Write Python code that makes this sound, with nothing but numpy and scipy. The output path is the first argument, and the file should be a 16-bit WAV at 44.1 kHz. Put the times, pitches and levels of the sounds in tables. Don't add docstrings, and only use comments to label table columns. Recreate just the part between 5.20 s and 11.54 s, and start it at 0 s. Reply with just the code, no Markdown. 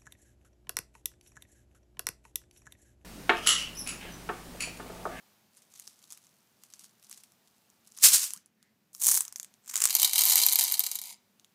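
import sys
import numpy as np
from scipy import signal
from scipy.fft import rfft, irfft, next_fast_len
from scipy.io import wavfile
from scipy.ndimage import uniform_filter1d, minimum_filter1d

SR = 44100
rng = np.random.default_rng(int(sys.argv[2]) if len(sys.argv) > 2 else 0)


def wav_record(signal):
    frames = np.transpose(np.atleast_2d(signal))
    bounded = np.clip(frames, -1, 1)
    quanta = np.round(bounded * 32767).astype(np.int16)
    wavfile.write(sys.argv[1], SR, quanta)


N = 279594

# (time [s], relative level [dB])
HISS_LEVEL = [(0.06, -69), (0.28, -73.5), (2.7, -73.5), (3.3, -83.5), (3.65, -79.5), (4.28, -72.5),
              (4.4, -75), (6.3, -76)]
# (frequency [Hz], relative level [dB])
HUM_COLOUR = [(25, -37.5), (55, -31), (100, -5.5), (170, -2.5), (212, 3), (270, -7.5), (340, -7.5),
              (600, -16.5), (1200, -25), (2500, -21), (6000, -45)]
HISS_COLOUR = [(200, -8), (700, 5), (2000, -0.5), (4800, -1), (6200, -2), (9500, -5.5), (15000, -2)]
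# (frequency [Hz], time to fall 60 dB [s])
ROOM_DECAY = [(200, 0.12), (1500, 0.52), (6000, 0.28), (14000, 0.037)]

# (time [s], level [dB], pitch [Hz])
BUMPS_AND_THUMPS = [(2.846, -49, 59.95), (2.849, -42.5, 161.6), (3.164, -49, 190), (3.43, -63, 170),
                    (3.886, -45, 195.3), (4.846, -55, 50), (4.984, -49, 190), (5.264, -58.5, 50),
                    (5.387, -51.5, 170)]
# (time [s], level [dB])
RUB_LEVEL = [(3.36, -86), (3.46, -73.5), (3.56, -87)]
# (frequency [Hz], relative level [dB])
RUB_COLOUR = [(200, -32), (1200, -19), (1700, -1), (2100, -1.5), (2600, -11.5), (5000, -13), (12000, -27)]
# (time [s], level [dB])
RUSTLES = [(0.34, -71), (0.52, -59.5), (0.78, -64.5), (1.04, -65.5), (1.12, -70), (1.5, -63), (1.82, -64.5),
           (2.27, -69), (2.665, -64.5)]
# (time [s], relative level [dB], pitch [Hz])
CLICKS = [(0.3694, -39.5, 8780), (0.3742, -39.5, 8390), (0.4198, -41, 8500), (0.538, -38, 6200),
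          (0.5561, -37, 6500), (0.5968, -26.5, 9650), (0.6753, -24.5, 5660), (0.8395, -38.5, 3940),
          (0.904, -31, 6300), (0.91, -31.5, 6300), (0.9223, -25.5, 9500), (0.9742, -33, 8600),
          (1.0675, -41, 6800), (1.4355, -31.5, 6200), (1.5366, -30.5, 6200), (1.5935, -28.5, 5900),
          (1.6422, -31.5, 9100), (1.8452, -39.5, 6200), (1.8956, -32, 11200), (1.9121, -28, 8800),
          (1.9266, -28.5, 5820), (1.9743, -33, 8650), (2.0015, -41, 5900), (2.0355, -35.5, 7800),
          (2.1196, -44, 6080), (2.5002, -44, 6200), (2.7196, -40, 6480), (2.7739, -24.5, 9200),
          (2.7861, -23.5, 6200), (2.9474, -6.5, 7950), (3.031, -11.5, 7550), (3.1053, -19, 6500),
          (3.1347, -15, 10460), (3.1619, -27.5, 8660), (3.174, -31, 5900), (3.259, -40, 10400),
          (3.4267, -41, 4540), (3.7484, -24, 5940), (3.8173, -11.5, 9150), (3.8686, -9, 10800),
          (3.8859, -3.5, 9900), (3.916, -6, 8860), (3.974, -4, 10700), (4.0063, -6.5, 8600),
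          (4.051, -20.5, 6500), (4.0796, -23.5, 6800), (4.1243, -24, 9750), (4.1587, -16, 6540),
          (4.1976, -17.5, 6660), (4.2292, -22, 7940), (4.2454, -29, 8400), (4.339, -40, 6580),
          (4.4973, -20.5, 6200), (4.5561, -5.5, 6960), (4.565, -7.5, 6800), (4.5755, -11, 6950),
          (4.6026, -10.5, 9100), (4.6193, -4.5, 7500), (4.6387, 0.5, 7540), (4.6539, 2, 7000),
          (6.1963, -40.5, 3907), (6.245, -37.5, 3410)]
# (time [s], relative level [dB], rise [dB/s])
CRASHES = [(2.841, -9.5, 1281), (2.94, -18.5, 479), (3.032, -30, 350)]

# (time [s], relative level [dB])
SHAKE_FLOW = [(3.73, -55), (3.79, -50.5), (3.816, -28.5), (3.892, -18), (3.982, -25.5), (4.11, -71)]
STRAGGLER_FLOW = [(4.16, -51), (4.2, -56), (4.26, -60)]
SLIDE_FLOW = [(4.42, -70.5), (4.5, -35), (4.56, -28.5), (4.64, -24.5), (4.708, -25), (4.72, -44)]
POUR_FLOW = [(4.69, -36), (4.85, -24.5), (4.91, -35), (4.98, -25.5), (5.22, -22), (5.28, -30), (5.42, -26),
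             (5.57, -36.5), (5.75, -39), (5.81, -51), (5.93, -43.5)]
SETTLE_FLOW = [(5.7, -68), (5.915, -44.5), (5.97, -66)]
# (frequency [Hz], relative level [dB])
CREEP_COLOUR = [(350, -59), (600, -41), (887, -19.5), (1160, -8.5), (1520, -17), (3230, -6), (5250, -2),
                (6000, -1), (11500, -3.5), (15000, -18.5)]
SURGE_COLOUR = [(88, -48), (150, -35.5), (578, -26.5), (787, -28.5), (900, -23), (1380, -16), (1870, -17),
                (2600, -11), (3540, -10.5), (4120, -7), (7500, 0), (12900, -6.5), (15000, -10)]
SHAKE_COLOUR = [(88, -75.5), (150, -43), (196, -35), (515, -31), (1090, -15), (1180, -24.5), (2180, -18.5),
                (2500, -22.5), (4050, -13), (5100, -11), (6180, -2), (10200, -1.5), (15000, -6.5)]
SLIDE_COLOUR = [(88, -65), (150, -47), (306, -26), (393, -35), (589, -27.5), (636, -31.5), (1130, -12),
                (1320, -16.5), (2180, -14.5), (3970, -17.5), (7500, -2), (9630, -12.5), (15000, -14)]
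SETTLE_COLOUR = [(300, -32), (600, -7.5), (950, 4), (1250, -29.5), (1800, -13.5), (2230, 7.5), (2650, -3.5),
                 (4200, -3), (4900, 9), (5400, -7), (6800, 4), (8500, -4), (9600, 9.5), (11500, -21),
                 (15000, -11)]

# (frequency [Hz], bandwidth [Hz], relative level [dB])
MAGAZINE_MODES = [(90, 54, -48), (223, 43, -38), (310, 26, -28.5), (488, 22, -23.5), (741, 25, -13),
                  (786, 39, -17.5), (898, 31, -14.5), (996, 27.5, -11.5), (1231, 22, -18), (1433, 24, -21),
                  (2104, 105, -14), (2303, 50, -9), (2817, 63, -9.5), (3090, 53, -5.5), (3943, 68, -0.5),
                  (4250, 48, -1.5), (4770, 53.6, -2), (6100, 94, -3), (6750, 60, -2.5), (7610, 45, -1),
                  (8780, 150, -3), (10030, 18, 1), (13260, 255, 1)]
# (frequency [Hz], relative level [dB])
WALL_COLOUR = [(60, -48.5), (200, -37), (600, -31), (900, -17.5), (1600, -21), (2300, -9.5), (2600, -17),
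               (4200, -1.5), (4900, -2.5), (5400, -5), (6300, -1.5), (11000, -1.5), (13500, 0),
               (15000, -7.5)]
# (time [s], relative level [dB], hardness [dB])
STRIKES = [(4.7047, -10, -8), (4.7267, -12.5, -1), (4.7501, 0.5, 4), (4.765, -8, 1), (4.7966, -4.5, -1),
           (4.817, -3.5, 2), (4.829, -2, -3), (4.8454, 2, -3.5), (4.9318, -4.5, -1), (4.9565, -4, -2),
           (4.9795, -4, -9), (4.9904, -2.5, 4), (5.0078, -5.5, 1), (5.017, -1, 6), (5.0357, -4, 10),
           (5.0527, -8, 11), (5.0843, -4.5, 3), (5.097, -5, 6), (5.1066, -5.5, -5.5), (5.1215, -3.5, -4),
           (5.1557, -2, 9), (5.1675, -3.5, 3), (5.2334, -7, -11.5), (5.2636, -1, 12), (5.2854, -4.5, 0),
           (5.2954, -7.5, 10), (5.3233, -4.5, 1), (5.3323, -7, 10), (5.3562, -3.5, 12), (5.3869, 0, 6),
           (5.3934, -2, 0.5), (5.4092, -5, -3), (5.4378, -6, 6.5), (5.4797, -11, -2), (5.5215, -7.5, 10),
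           (5.5392, -8, -3), (5.5931, -6, 10.5), (5.603, -9, 0), (5.6375, -11.5, 1)]


def amp(db):
    return 10 ** (np.asarray(db) / 20)


def unit(x):
    return x / np.sqrt(np.mean(x ** 2) + 1e-20)


def along(points, hz):
    frequencies, values = np.transpose(points)
    return np.interp(np.log(hz + 1), np.log(frequencies + 1), values)


def level(curve):
    return amp(np.interp(np.arange(N) / SR, *np.transpose(curve), left=-140, right=-140))


def coloured(x, spectrum, size=4096):
    gain = unit(amp(along(spectrum, np.fft.rfftfreq(size, 1 / SR))))
    cepstrum = irfft(np.log(np.maximum(gain, 1e-5)))
    cepstrum[1:size // 2] *= 2
    cepstrum[size // 2 + 1:] = 0
    return signal.fftconvolve(x, irfft(np.exp(rfft(cepstrum))))[:N]


def noise(spectrum):
    return unit(coloured(rng.standard_normal(N), spectrum))


def fade(t, t60):
    return np.exp(-np.log(1000) * t / t60)


def place(times, shapes):
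    index = np.round(np.asarray(times) * SR).astype(int)[:, None] + np.arange(shapes.shape[1])
    return np.bincount(index.ravel(), shapes.ravel(), N)[:N]


def swells(peaks, fall_db_per_s):
    s, db, rise = np.transpose(peaks)[:, :, None]
    t = np.linspace(s.min() - .06, s.max() + .2, 1000)
    each_db = db - np.maximum(rise * (s - t), fall_db_per_s * (t - s))
    power = np.sum(amp(each_db) ** 2, axis=0)
    return np.column_stack([t, 10 * np.log10(power + 1e-20)])


def arrivals(flow, rate, spread_db):
    s, db = np.transpose(flow)
    count = int((s[-1] - s[0]) * rate) + 1
    jitter, strength = rng.random((count, 2)).T
    times = s[0] + (s[-1] - s[0]) * (np.arange(count) + 2 * jitter) / (count + 1)
    return times, amp(np.interp(times, s, db) + spread_db * strength ** 2)


def at_flow_level(x, flow):
    return unit(x) * np.sqrt(np.mean(level(flow) ** 2))


def background():
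    hiss_db = np.interp(np.arange(N) / SR, *np.transpose(HISS_LEVEL))
    return amp(-74.5) * noise(HUM_COLOUR) + amp(hiss_db + 4) * noise(HISS_COLOUR)


def room_tail(x):
    hz, t, spectra = signal.stft(rng.standard_normal(SR // 2), SR, nperseg=256)
    tail = signal.istft(spectra * fade(t, along(ROOM_DECAY, hz)[:, None]), SR, nperseg=256)[1]
    response = np.pad(tail / np.linalg.norm(tail), (SR // 250, 0))
    return signal.fftconvolve(x, response)[:N]


def thuds():
    s, db, hz = np.transpose(BUMPS_AND_THUMPS)[:, :, None]
    t = np.arange(SR // 8) / SR
    thud = np.sin(2 * np.pi * hz * t) * fade(t, .06) * (1 - np.exp(-t / .0071))
    return place(s[:, 0], amp(db) * thud)


def finger(squeak_s=3.158, squeak_hz=1160, octaves_per_s=21):
    t = np.arange(SR // 8) / SR
    from_centre = t - t.mean()
    phase = 2 * np.pi * np.cumsum(squeak_hz * 2 ** (octaves_per_s * from_centre)) / SR
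    glide = amp(-63.5) * np.sqrt(2) * np.sin(phase) * np.exp(-(from_centre / .023) ** 2)
    squeak = place([squeak_s - t.mean()], glide[None])
    return squeak + level(RUB_LEVEL) * noise(RUB_COLOUR)


def rattle(flow, colour, rate, spread_db, t60, wall_db):
    times, sizes = arrivals(flow, rate, spread_db)
    t = np.arange(SR // 80) / SR
    envelope = fade(t, t60) + amp(wall_db) * fade(t, .043)
    cracks = rng.standard_normal((len(times), len(t))) * envelope
    return at_flow_level(coloured(place(times, sizes[:, None] * cracks), colour), flow)


def creep(flurry_rise_db_per_s=519.5, rustle_rise_db_per_s=445):
    flurry_peaks = [(s, db - 28, flurry_rise_db_per_s) for s, db, _ in CLICKS if s < CRASHES[0][0]]
    rustle_peaks = [(s, db, rustle_rise_db_per_s) for s, db in RUSTLES]
    flurry_flow = swells(flurry_peaks, fall_db_per_s=229.5)
    rustle_flow = swells(rustle_peaks, fall_db_per_s=64.5)
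    flurries = rattle(flurry_flow, CREEP_COLOUR, rate=380, spread_db=22.5, t60=.003, wall_db=-1)
    rustles = rattle(rustle_flow, CREEP_COLOUR, rate=200, spread_db=17.5, t60=.003, wall_db=-10.5)
    return flurries + rustles


def clicks(lag_s=.001):
    s, db, hz = np.transpose(CLICKS)[:, :, None]
    t = np.arange(SR // 30) / SR
    shape = (len(s), len(t))
    ping = np.sin(2 * np.pi * hz * t) * fade(t, .0024) * (1 - np.exp(-t / .00007))
    wall_ring = amp(-27) * fade(t, .07)
    crack = rng.standard_normal(shape) * (amp(-9) * fade(t, .0033) + wall_ring)
    knock = rng.standard_normal(shape) * amp(-27.5 - .22 * db) * fade(t, .0072)
    # (frequency [Hz], relative level [dB])
    ping_colour = [(60, -40.5), (500, -23), (3000, 0), (6000, -3.5), (15000, .5)]
    bright = [(80, -49), (300, -27), (1200, -13), (4000, -11.5), (6500, 6.5), (10000, 2.5), (15000, -5)]
    dull = [(50, -34.5), (180, -19), (600, -11.5), (1100, 2.5), (2500, 0), (5000, 2), (12000, -28.5)]
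    return sum(coloured(place(s[:, 0] + lag_s, amp(db) * part), colour)
               for part, colour in [(ping, ping_colour), (crack, bright), (knock, dull)])


def tilts():
    surge_flow = swells(CRASHES, fall_db_per_s=254.5)
    surge = rattle(surge_flow, SURGE_COLOUR, rate=1500, spread_db=9.5, t60=.0038, wall_db=-12)
    shake = rattle(SHAKE_FLOW, SHAKE_COLOUR, rate=600, spread_db=14.5, t60=.0028, wall_db=-15.5)
    stragglers = rattle(STRAGGLER_FLOW, SHAKE_COLOUR, rate=130, spread_db=20, t60=.0025, wall_db=-36)
    slide = rattle(SLIDE_FLOW, SLIDE_COLOUR, rate=340, spread_db=21, t60=.0024, wall_db=-16)
    return amp(2.2) * surge + amp(-1.2) * shake + amp(-4) * stragglers + amp(-6.5) * slide


def magazine(times, sizes, shell_db, ping_db, ring_db, wall_db, crack_db, wall_t60, detune):
    t = np.arange(SR // 8) / SR
    ring = np.zeros((len(times), len(t)))
    for hz, width, db in MAGAZINE_MODES:
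        sign, spot, load = rng.standard_normal((3, len(times), 1))
        emphasis_db = shell_db * (2500 < hz < 5500) + ping_db * (hz > 12000)
        strength = amp(ring_db + db + 3.1 * spot + emphasis_db) * width / 300
        age = t[t < 2 / width]
        wave = np.cos(2 * np.pi * hz * (1 + detune * load) * age) * np.exp(-np.pi * width * age)
        ring[:, :len(age)] += np.sign(sign) * strength * wave
    ring[:, 0] /= 2
    buzz = amp(wall_db + .33 * shell_db) * fade(t, wall_t60)
    crack = amp(crack_db + .4 * (ping_db - shell_db)) * fade(t, .0027)
    bursts = rng.standard_normal(ring.shape) * (buzz + crack)
    walls = coloured(place(times, sizes[:, None] * bursts), WALL_COLOUR)
    return place(times, sizes[:, None] * ring) + walls


def pour():
    times, sizes = arrivals(POUR_FLOW, rate=230, spread_db=11)
    stream = magazine(times, sizes, shell_db=-1, ping_db=-12.5, ring_db=-7, wall_db=-11.5,
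                      crack_db=-9.5, wall_t60=.041, detune=.0086)
    chatter = rattle(SETTLE_FLOW, SETTLE_COLOUR, rate=250, spread_db=7, t60=.0078, wall_db=-22)
    return amp(-1.5) * at_flow_level(stream, POUR_FLOW) + amp(-2) * chatter


def bounces(count=10, start_s=5.664, flight_s=.0495, shrink=.82, first_db=-9, loss_db=2.5, hard_db=1):
    bounce = np.arange(count)
    flights = flight_s * shrink ** bounce
    times = start_s + np.cumsum(flights) - flights
    return np.column_stack([times, first_db - loss_db * bounce, np.full(count, hard_db)])


def strikes(lag_s=.001):
    s, db, hardness_db = np.vstack([STRIKES, bounces()]).T
    return magazine(s + lag_s, amp(db), shell_db=-hardness_db[:, None], ping_db=hardness_db[:, None],
                    ring_db=-13, wall_db=-15.5, crack_db=-19.5, wall_t60=.04, detune=.014)


def scene():
    container = clicks() + creep() + tilts()
    filling = strikes() + pour()
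    reflections = room_tail(amp(-18.5) * container + amp(-17) * filling)
    return (container + filling + reflections + thuds() + finger() + background())[None]


def record(dry, ceiling=.8, top_hz=15400):
    needed_gain = np.minimum(1, ceiling / (np.abs(dry) + 1e-9))
    limited = dry * uniform_filter1d(minimum_filter1d(needed_gain, size=65), size=65)
    size = next_fast_len(N + SR // 4)
    hz = np.fft.rfftfreq(size, 1 / SR)
    low_pass = 1 / np.sqrt(1 + (hz / top_hz) ** 160)
    return irfft(rfft(limited, size) * low_pass, size)[:, :N]


dry = scene()
out = record(dry)
wav_record(out)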